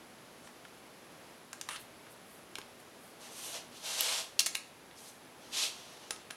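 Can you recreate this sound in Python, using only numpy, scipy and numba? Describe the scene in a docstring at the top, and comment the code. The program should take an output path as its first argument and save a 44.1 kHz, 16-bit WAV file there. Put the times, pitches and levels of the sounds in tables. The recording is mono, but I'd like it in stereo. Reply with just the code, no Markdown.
"""Light steel clicks and a short scrape as a torque wrench is picked up in a small workshop.
A sleeve swishes as the arm reaches over, the socket clacks down onto a bearing-cap bolt of a bare
engine block, and a hand settles on the ratchet head. Contacts crack and ring the tool's modes;
cloth and skin hiss as they slide. One close microphone, steady room air, faint lamp hum."""
import sys
import numpy as np
from scipy import signal
from scipy.fft import rfft, irfft
from scipy.io import wavfile
from scipy.ndimage import uniform_filter1d
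from numba import njit

SR = 44100
rng = np.random.default_rng(int(sys.argv[2]) if len(sys.argv) > 2 else 0)


def transcribe(signal):
    """Save signal, clipped to [-1, 1], as a 16-bit WAV file at the path in sys.argv[1]."""
    frames = np.atleast_2d(signal).T
    limited = np.clip(frames, -1, 1)
    pcm = np.round(limited * 32767).astype(np.int16)
    wavfile.write(sys.argv[1], SR, pcm)


N = 280808
T = np.arange(N) / SR

# Spectrum of a steel contact. Each row: frequency in Hz, level in dB.
STEEL_SPECTRUM = [(100, -29), (350, -14), (1000, -7.5), (1900, -3), (2800, -1.5), (4000, -0.5),
                  (4850, -3.5), (5700, -1.5), (7800, -6), (9700, -4.5), (12500, -11.5), (15500, -26)]
# Modes of the wrench with its socket. Each row: frequency in Hz, level in dB, t60 in seconds.
WRENCH_MODES = [(1647, -5.5, 0.15), (2205, -0.5, .22), (2630, 0, 0.17), (2810, 4, 0.19), (3250, -17, .13),
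                (3680, -12, .12), (4150, -3, .24), (4100, -6, 0.11), (4550, -4, 0.14), (4440, -12, 0.42),
                (5230, -5, 0.098), (5450, -5, 0.067), (5450, -11, 0.057), (6250, -14, 0.22),
                (7004, -14, .15), (8650, -7, 0.13)]
# Modes of the ratchet head. Each row: frequency in Hz, level in dB, t60 in seconds.
HEAD_MODES = [(1274, -10, 0.29), (6200, -19, 0.41), (9680, 1, 0.17), (9950, 0, 0.12)]


def socket_clacks(head_db=-5.5, rebounds=2, rebound_s=0.0052, rebound_step_db=0.5):
    """One edge touches the bolt, the full blow follows and rings the tool, then the socket rattles."""
    # Each row: touch time in seconds, touch level in dB, touch resonance in Hz, lag to the blow in
    # seconds, blow level in dB, blow resonance in Hz, chatter t60 in seconds, then rattle level,
    # body boost, treble boost and ring level in dB.
    clacks = [ (4.3922, -22, 3900, 0.0027, -19.5, 5600, 0.0083, -27, -19, -1.5, -43),
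              (4.4612, -26.5, 6950, 0.0041, -27, 4450, 0.03, -43, 4, 7, -42.5),
              (4.549, -38.5, 2210, 0.0035, -27.5, 2460, 0.015, -58, -3.5, -1, -40.5)]
    out = np.zeros(N)
    for (touch_s, touch_db, touch_hz, lag_s, blow_db, blow_hz, t60_s,
         rattle_db, body_db, treble_db, ring_db) in clacks:
        blow_s = touch_s + lag_s
        add(out, touch_s, undb(touch_db) * crack(STEEL_SPECTRUM, t60_s, body_db, treble_db, touch_hz))
        add(out, blow_s, undb(blow_db) * crack(STEEL_SPECTRUM, t60_s, body_db, treble_db, blow_hz))
        add(out, blow_s, undb(ring_db) * (ring(WRENCH_MODES) + undb(head_db) * ring(HEAD_MODES)))
        for k in range(rebounds):
            rebound = crack(STEEL_SPECTRUM, t60_s=0.026, treble_db=9, ping_hz=touch_hz)
            add(out, blow_s + (k + 1) * rebound_s, undb(rattle_db + k * rebound_step_db) * rebound)
    return out


def wrench_clicks(ring_offset_db=-9.5):
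    """Handling contacts crack and ring shaft and head; heavier ones thud; the loose socket snaps once."""
    # Each row: start in seconds, level in dB, body and treble boosts in dB, contact resonance in Hz,
    # chatter t60 in seconds, wrench and head ring in dB re level plus ring_offset_db.
    clicks = [ (0.473, -49.5, 10, -6, 1200, 0.022, -20, -35), (0.651, -48, 18, -4, 2970, 0.028, -20, -40),
              (1.5304, -39.5, 20.5, 7, 7100, 0.021, -20, -29),
              (1.6122, -36.5, 6, 2.5, 6570, 0.02, -20, -28), (1.6884, -34, 7, -4, 1250, 0.02, -13, -28),
              (1.76, -40.5, 4, -10, 3980, 0.057, 0, -30), (2.067, -50.5, 8, -17, 1600, 0.037, -14, -40),
              (2.555, -37, 1.5, -4.5, 2880, 0.01, -11, -35),
              (2.5844, -40.5, 10.5, 3, 1020, 0.019, -22, -35), (2.6155, -49, -2, -10, 3000, .006, -20, -40),
              (4.5695, -43, -7, 18, 9800, 0.009, -16, -20), (4.9117, -53, 9, -19, 3200, .015, -9, -35),
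              (6.1072, -31, 5, -1, 6500, 0.02, -10, -1.5), (6.162, -49, 2, -10, 10200, .012, -22, -14),
              (6.3041, -46, -5, -21, 1700, .012, -20, -22), (6.3077, -38, 10, -6.5, 10000, .013, -19, -0.5)]
    # Each row: start in seconds, level in dB.
    thuds = [(2.5859, -44), (6.1066, -45)]
    # Each row: frequency in Hz, level in dB, t60 in seconds.
    thud_modes = [(398, 0, 0.055), (467, 0, 0.057), (860, -4.5, 0.06)]
    # Socket against its drive square, heard as one snap. Each row: start in seconds, level in dB.
    snap_contacts = [(4.0075, -30), (4.0079, -27), (4.0084, -27)]
    # Each row: frequency in Hz, level in dB.
    snap_spectrum = [(300, -36), (1800, -14), (3500, -1), (6000, -12), (9500, -10), (11600, 0.5),
                     (12500, -2), (13800, -15), (15500, -24)]
    out = np.zeros(N)
    for start_s, db, body_db, treble_db, ping_hz, t60_s, wrench_db, head_db in clicks:
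        add(out, start_s, undb(db) * crack(STEEL_SPECTRUM, t60_s, body_db, treble_db, ping_hz))
        ringing = undb(wrench_db) * ring(WRENCH_MODES) + undb(head_db) * ring(HEAD_MODES)
        add(out, start_s, undb(db + ring_offset_db) * ringing)
    for start_s, db in thuds:
        add(out, start_s, undb(db) * ring(thud_modes))
    for start_s, db in snap_contacts:
        add(out, start_s, undb(db) * crack(snap_spectrum, t60_s=0.0047))
    return out


def tool_drag(level_db=-45, jerks_per_s=2200, scatter_db=3, ring_db=-11):
    """Steel slips over a rough surface in dense little jerks, which also ring the wrench."""
    # Each row: frequency in Hz, level in dB.
    drag_spectrum = [(300, -17), (850, -9), (1300, 6.5), (1650, 0), (2200, -3), (3000, 4), (5000, -10),
                     (7000, -9), (9900, -1.5), (12000, -16), (15500, -30)]
    jerks = (rng.random(N) < jerks_per_s / SR) * rng.choice([-1, 1], N)
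    jerks = jerks * undb(scatter_db * rng.standard_normal(N))
    lift = envelope(start_s=1.688, end_s=1.762, attack_s=0.007, release_t60_s=0.054)
    scrape = undb(level_db) * unit(colour(jerks, drag_spectrum)) * lift
    ringing = signal.fftconvolve(scrape, ring(WRENCH_MODES))[:N]
    return scrape + undb(ring_db) * np.std(scrape) * unit(ringing)


def sleeve_swish(flutter_db=1.3, pressed_db=-40):
    """Countless fibres slip at once: a hiss, hollow on light strokes, even with the folds pressed flat."""
    # Cloth sliding on cloth. Each row: frequency in Hz, level in dB.
    cloth_spectrum = [(300, -33), (450, -7.5), (620, -8.5), (1000, -7.5), (1500, -8.5), (2050, -9),
                      (2900, -1.5), (3800, -0.5), (4800, -2.5), (5900, -4.5), (7700, -10), (11500, -16),
                      (13500, -29), (15800, -41)]
    # Hollow colour of loose folds. Each row: frequency in Hz, gain in dB.
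    fold_response = [(400, -2), (620, 4), (1000, 0.5), (1500, -4.5), (2300, 0), (3250, 1.5), (5100, -1),
                     (6000, 3.5), (7300, -1), (9200, 4.5), (10200, 4), (11500, 6)]
    bands_hz = [(380, 2000), (2000, 7200), (7200, 17000)]  # body, hiss, fine hiss
    fibres = colour(rng.standard_normal(N), cloth_spectrum)
    hollow = colour(fibres, fold_response)
    gains = sleeve_gains()
    loose = 1 / (1 + (gains[1] / undb(pressed_db)) ** 3)
    out = np.zeros(N)
    for gain, edges_hz in zip(gains, bands_hz):
        out += gain * ((1 - loose) * unit(band(fibres, *edges_hz)) + loose * unit(band(hollow, *edges_hz)))
    return out * undb(flutter_db * wander(rate_hz=60))


def sleeve_gains():
    """Gains of body, hiss and fine hiss: strokes swell to their fastest moment, ease off, add in power."""
    # Each row: start, fastest moment and end in seconds, level in dB, slope in dB per second,
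    # body and fine hiss in dB re the hiss.
    strokes = [ (3.183, 3.23, 3.29, -52.5, 35, -4, -4), (3.285, 3.461, 3.545, -45, 63, -8, 0),
               (3.504, 3.543, 3.571, -41.5, 68, -6.5, -8), (3.689, 3.8, 3.87, -54, 30, -13.5, -6),
               (3.815, 4.106, 4.187, -32.5, 33.5, -9.5, -5), (4.938, 5.08, 5.09, -59.5, 38, -12, 4),
               (5.38, 5.78, 6.1, -53.5, 18, -4, -8), (5.5, 5.637, 5.64, -29.5, 100, -14.5, -7)]
    power = np.zeros((3, N))
    for start_s, fastest_s, end_s, db, slope_db_per_s, body_db, fine_db in strokes:
        swell = undb(db - slope_db_per_s * np.abs(T - fastest_s))
        gain = swell * envelope(start_s, end_s, attack_s=0.049, release_t60_s=0.3)
        power += np.outer(undb([body_db, 0, fine_db]), gain) ** 2
    return np.sqrt(power)


def hand_brushes(relative_width=0.48):
    """Skin slides over steel in short, soft swells."""
    # Each row: peak time in seconds, length in seconds, level in dB, band centre in Hz.
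    brushes = [(0.46, .05, -61.5, 8000), (1.81, 0.041, -55.5, 11000), (2.12, .04, -60, 10500),
               (2.33, 0.14, -62.5, 10700), (2.805, .025, -61.5, 10000), (3.06, 0.14, -63.5, 10400),
               (4.983, 0.036, -57, 5400), (5.074, .07, -58.5, 5000), (6.214, 0.13, -65, 3450)]
    out = np.zeros(N)
    for peak_s, length_s, db, hz in brushes:
        swell = np.exp(-(2 * (T - peak_s) / length_s) ** 2)
        out += undb(db) * swell * noise_band(hz, relative_width * hz)
    return out


def workshop_echoes(x, early_db=-9, early_t60_s=0.14, tail_db=-13, tail_t60_s=0.42, size=24000):
    """Block and floor throw back near echoes; the walls add a short, duller tail."""
    # Each row: frequency in Hz, level in dB.
    wall_spectrum = [(200, 3.0), (4500, -2.5), (9000, -3.5), (15000, -9.5)]
    t = T[:size]
    early = rng.standard_normal(size) * (rng.random(size) < 0.15)
    early *= (t > 0.002) * fade(t, early_t60_s)
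    tail = colour(rng.standard_normal(size), wall_spectrum)
    tail *= np.clip(t / 0.016 - 0.5, 0, 1) * fade(t, tail_t60_s)  # builds from 8 to 24 ms
    echoes = undb(early_db) * early / np.linalg.norm(early) + undb(tail_db) * tail / np.linalg.norm(tail)
    return x + signal.fftconvolve(x, echoes)[:N]


def lamp_hum(mains_hz=60):
    """The lamps hum, and sizzle on each half cycle of the mains, unevenly for the two halves."""
    # Each row of both: centre in Hz, width in Hz, level in dB.
    hum_bands = [(118.6, 3, -79.5), (241, 4.1, -71.5)]
    sizzle_bands = [(10030, 300, -76.5), (10900, 480, -72.5)]
    hum = sum(undb(db) * noise_band(hz, width_hz) for hz, width_hz, db in hum_bands)
    sizzle = sum(undb(db) * noise_band(hz, width_hz) for hz, width_hz, db in sizzle_bands)
    mains = np.cos(2 * np.pi * mains_hz * T)
    pulses = unit((0.3 + mains ** 8) * (1 + 0.2 * mains))
    return hum + pulses * sizzle


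def room_air(level_db=-55, drift_db=0.34):
    """Room air and microphone hiss, nearly constant in level."""
    # Each row: frequency in Hz, level in dB.
    air_spectrum = [(25, -32), (50, -13), (100, -6), (170, -1.5), (330, 0.5), (600, -1), (1200, -5.5),
                    (2500, -9.5), (5000, -14.5), (9000, -20), (11500, -18), (13000, -24.5), (15800, -30.5)]
    noise = unit(colour(rng.standard_normal(N), air_spectrum))
    return noise * undb(level_db + drift_db * wander(rate_hz=5.14))


def crack(spectrum, t60_s, body_db=0, treble_db=0, ping_hz=0, ping_db=7, ping_width=0.27, size=4096):
    """Burst of dense, quickly damped vibration, with the energy of 5 ms at rms 1."""
    hz = np.fft.rfftfreq(size, 1 / SR)
    db = spectrum_db(spectrum, hz)
    db += body_db / (1 + ((hz - 1400) / 700) ** 2)
    db += treble_db * (1 - 1 / (1 + (hz / 5500) ** 4))
    if ping_hz:  # stiffer, lighter contacts resonate higher
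        db += ping_db / (1 + ((hz / ping_hz - 1) / ping_width) ** 2)
    burst = rfft(rng.standard_normal(size) * fade(T[:size], t60_s))
    burst /= np.sqrt(uniform_filter1d(np.abs(burst) ** 2, size=150))  # whiten
    # minimum phase: nothing sounds before the contact
    cepstrum = irfft(np.log(undb(db)))
    cepstrum[1:size // 2] *= 2
    cepstrum[size // 2:] = 0
    x = irfft(burst * np.exp(rfft(cepstrum)))[:size // 2]
    return x / np.sqrt(np.sum(x ** 2) / (0.005 * SR))


def ring(modes, scatter_db=2, detune=0.00075, size=20000):
    """Freely decaying modes; each blow meets them at a different spot."""
    t = T[:size]
    out = np.zeros(size)
    for hz, db, t60_s in modes:
        level_draw, pitch_draw, sign_draw = rng.standard_normal(3)
        gain = undb(db + scatter_db * level_draw) * np.sign(sign_draw)
        out += gain * fade(t, t60_s) * np.sin(2 * np.pi * hz * (1 + detune * pitch_draw) * t)
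    return out / np.sqrt(sum(undb(db) ** 2 for _, db, _ in modes) / 2)


def noise_band(centre_hz, width_hz):
    """Noise in one bell-shaped band, rms 1."""
    hz = np.fft.rfftfreq(N, 1 / SR)
    bell = np.exp(-2 * ((hz - centre_hz) / width_hz) ** 2)
    return unit(irfft(rfft(rng.standard_normal(N)) * bell, N))


def wander(rate_hz):
    """Smooth random curve with a spread near 1."""
    step = max(int(SR / rate_hz), 1)
    return uniform_filter1d(np.repeat(rng.standard_normal(N // step + 1), step), step)[:N]


def envelope(start_s, end_s, attack_s, release_t60_s):
    """Rise smoothly, hold until end_s, die away."""
    rise = np.clip((T - start_s) / attack_s, 0, 1)
    return np.sin(np.pi / 2 * rise) ** 2 * fade(np.maximum(T - end_s, 0), release_t60_s)


def fade(t, t60_s):
    """Exponential decay, 60 dB in t60_s."""
    return np.exp(-np.log(1000) * t / t60_s)


def spectrum_db(spectrum, hz):
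    """Interpolate (Hz, dB) rows on a log-frequency axis."""
    row_hz, row_db = np.transpose(spectrum)
    return np.interp(np.log(hz + 1), np.log(row_hz), row_db)


def colour(x, spectrum):
    """Filter by a smooth spectrum."""
    hz = np.fft.rfftfreq(len(x), 1 / SR)
    return irfft(rfft(x) * undb(spectrum_db(spectrum, hz)), len(x))


def band(x, lo_hz, hi_hz):
    """Band-pass."""
    return signal.sosfilt(signal.butter(3, [lo_hz, hi_hz], "bandpass", fs=SR, output="sos"), x)


def add(out, start_s, x):
    """Mix x in at start_s."""
    i = int(start_s * SR)
    out[i:i + len(x)] += x[:N - i]


def undb(db):
    """Decibels to gain."""
    return 10 ** (np.asarray(db) / 20)


def unit(x):
    """Scale to rms 1."""
    return x / np.sqrt(np.mean(x ** 2) + 1e-20)


@njit
def follow(x, attack_s, release_s):
    """Level follower with separate rise and fall times."""
    out, level = np.empty(len(x)), 0.
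    for i in range(len(x)):
        level += (x[i] - level) / (SR * (attack_s if x[i] > level else release_s))
        out[i] = level
    return out


def scene():
    """All sources reach one microphone, the same in both channels."""
    handling = wrench_clicks() + socket_clacks() + tool_drag() + sleeve_swish() + hand_brushes()
    mono = workshop_echoes(handling) + lamp_hum() + room_air()
    return np.array([mono, mono])


def record(dry, threshold_db=-35, reduction_db_per_db=0.12, lowpass_hz=15900):
    """Gentle gain control ducks the room after loud sounds; the top is cut."""
    level = follow(np.abs(dry[0]), attack_s=0.0099, release_s=0.61)
    gain = (1 + (level / undb(threshold_db)) ** 2) ** (-reduction_db_per_db / 2)
    lowpass = signal.ellip(10, 0.2, 70, lowpass_hz, fs=SR, output="sos")
    return signal.sosfilt(lowpass, dry * gain)


dry = scene()
out = record(dry)
transcribe(out)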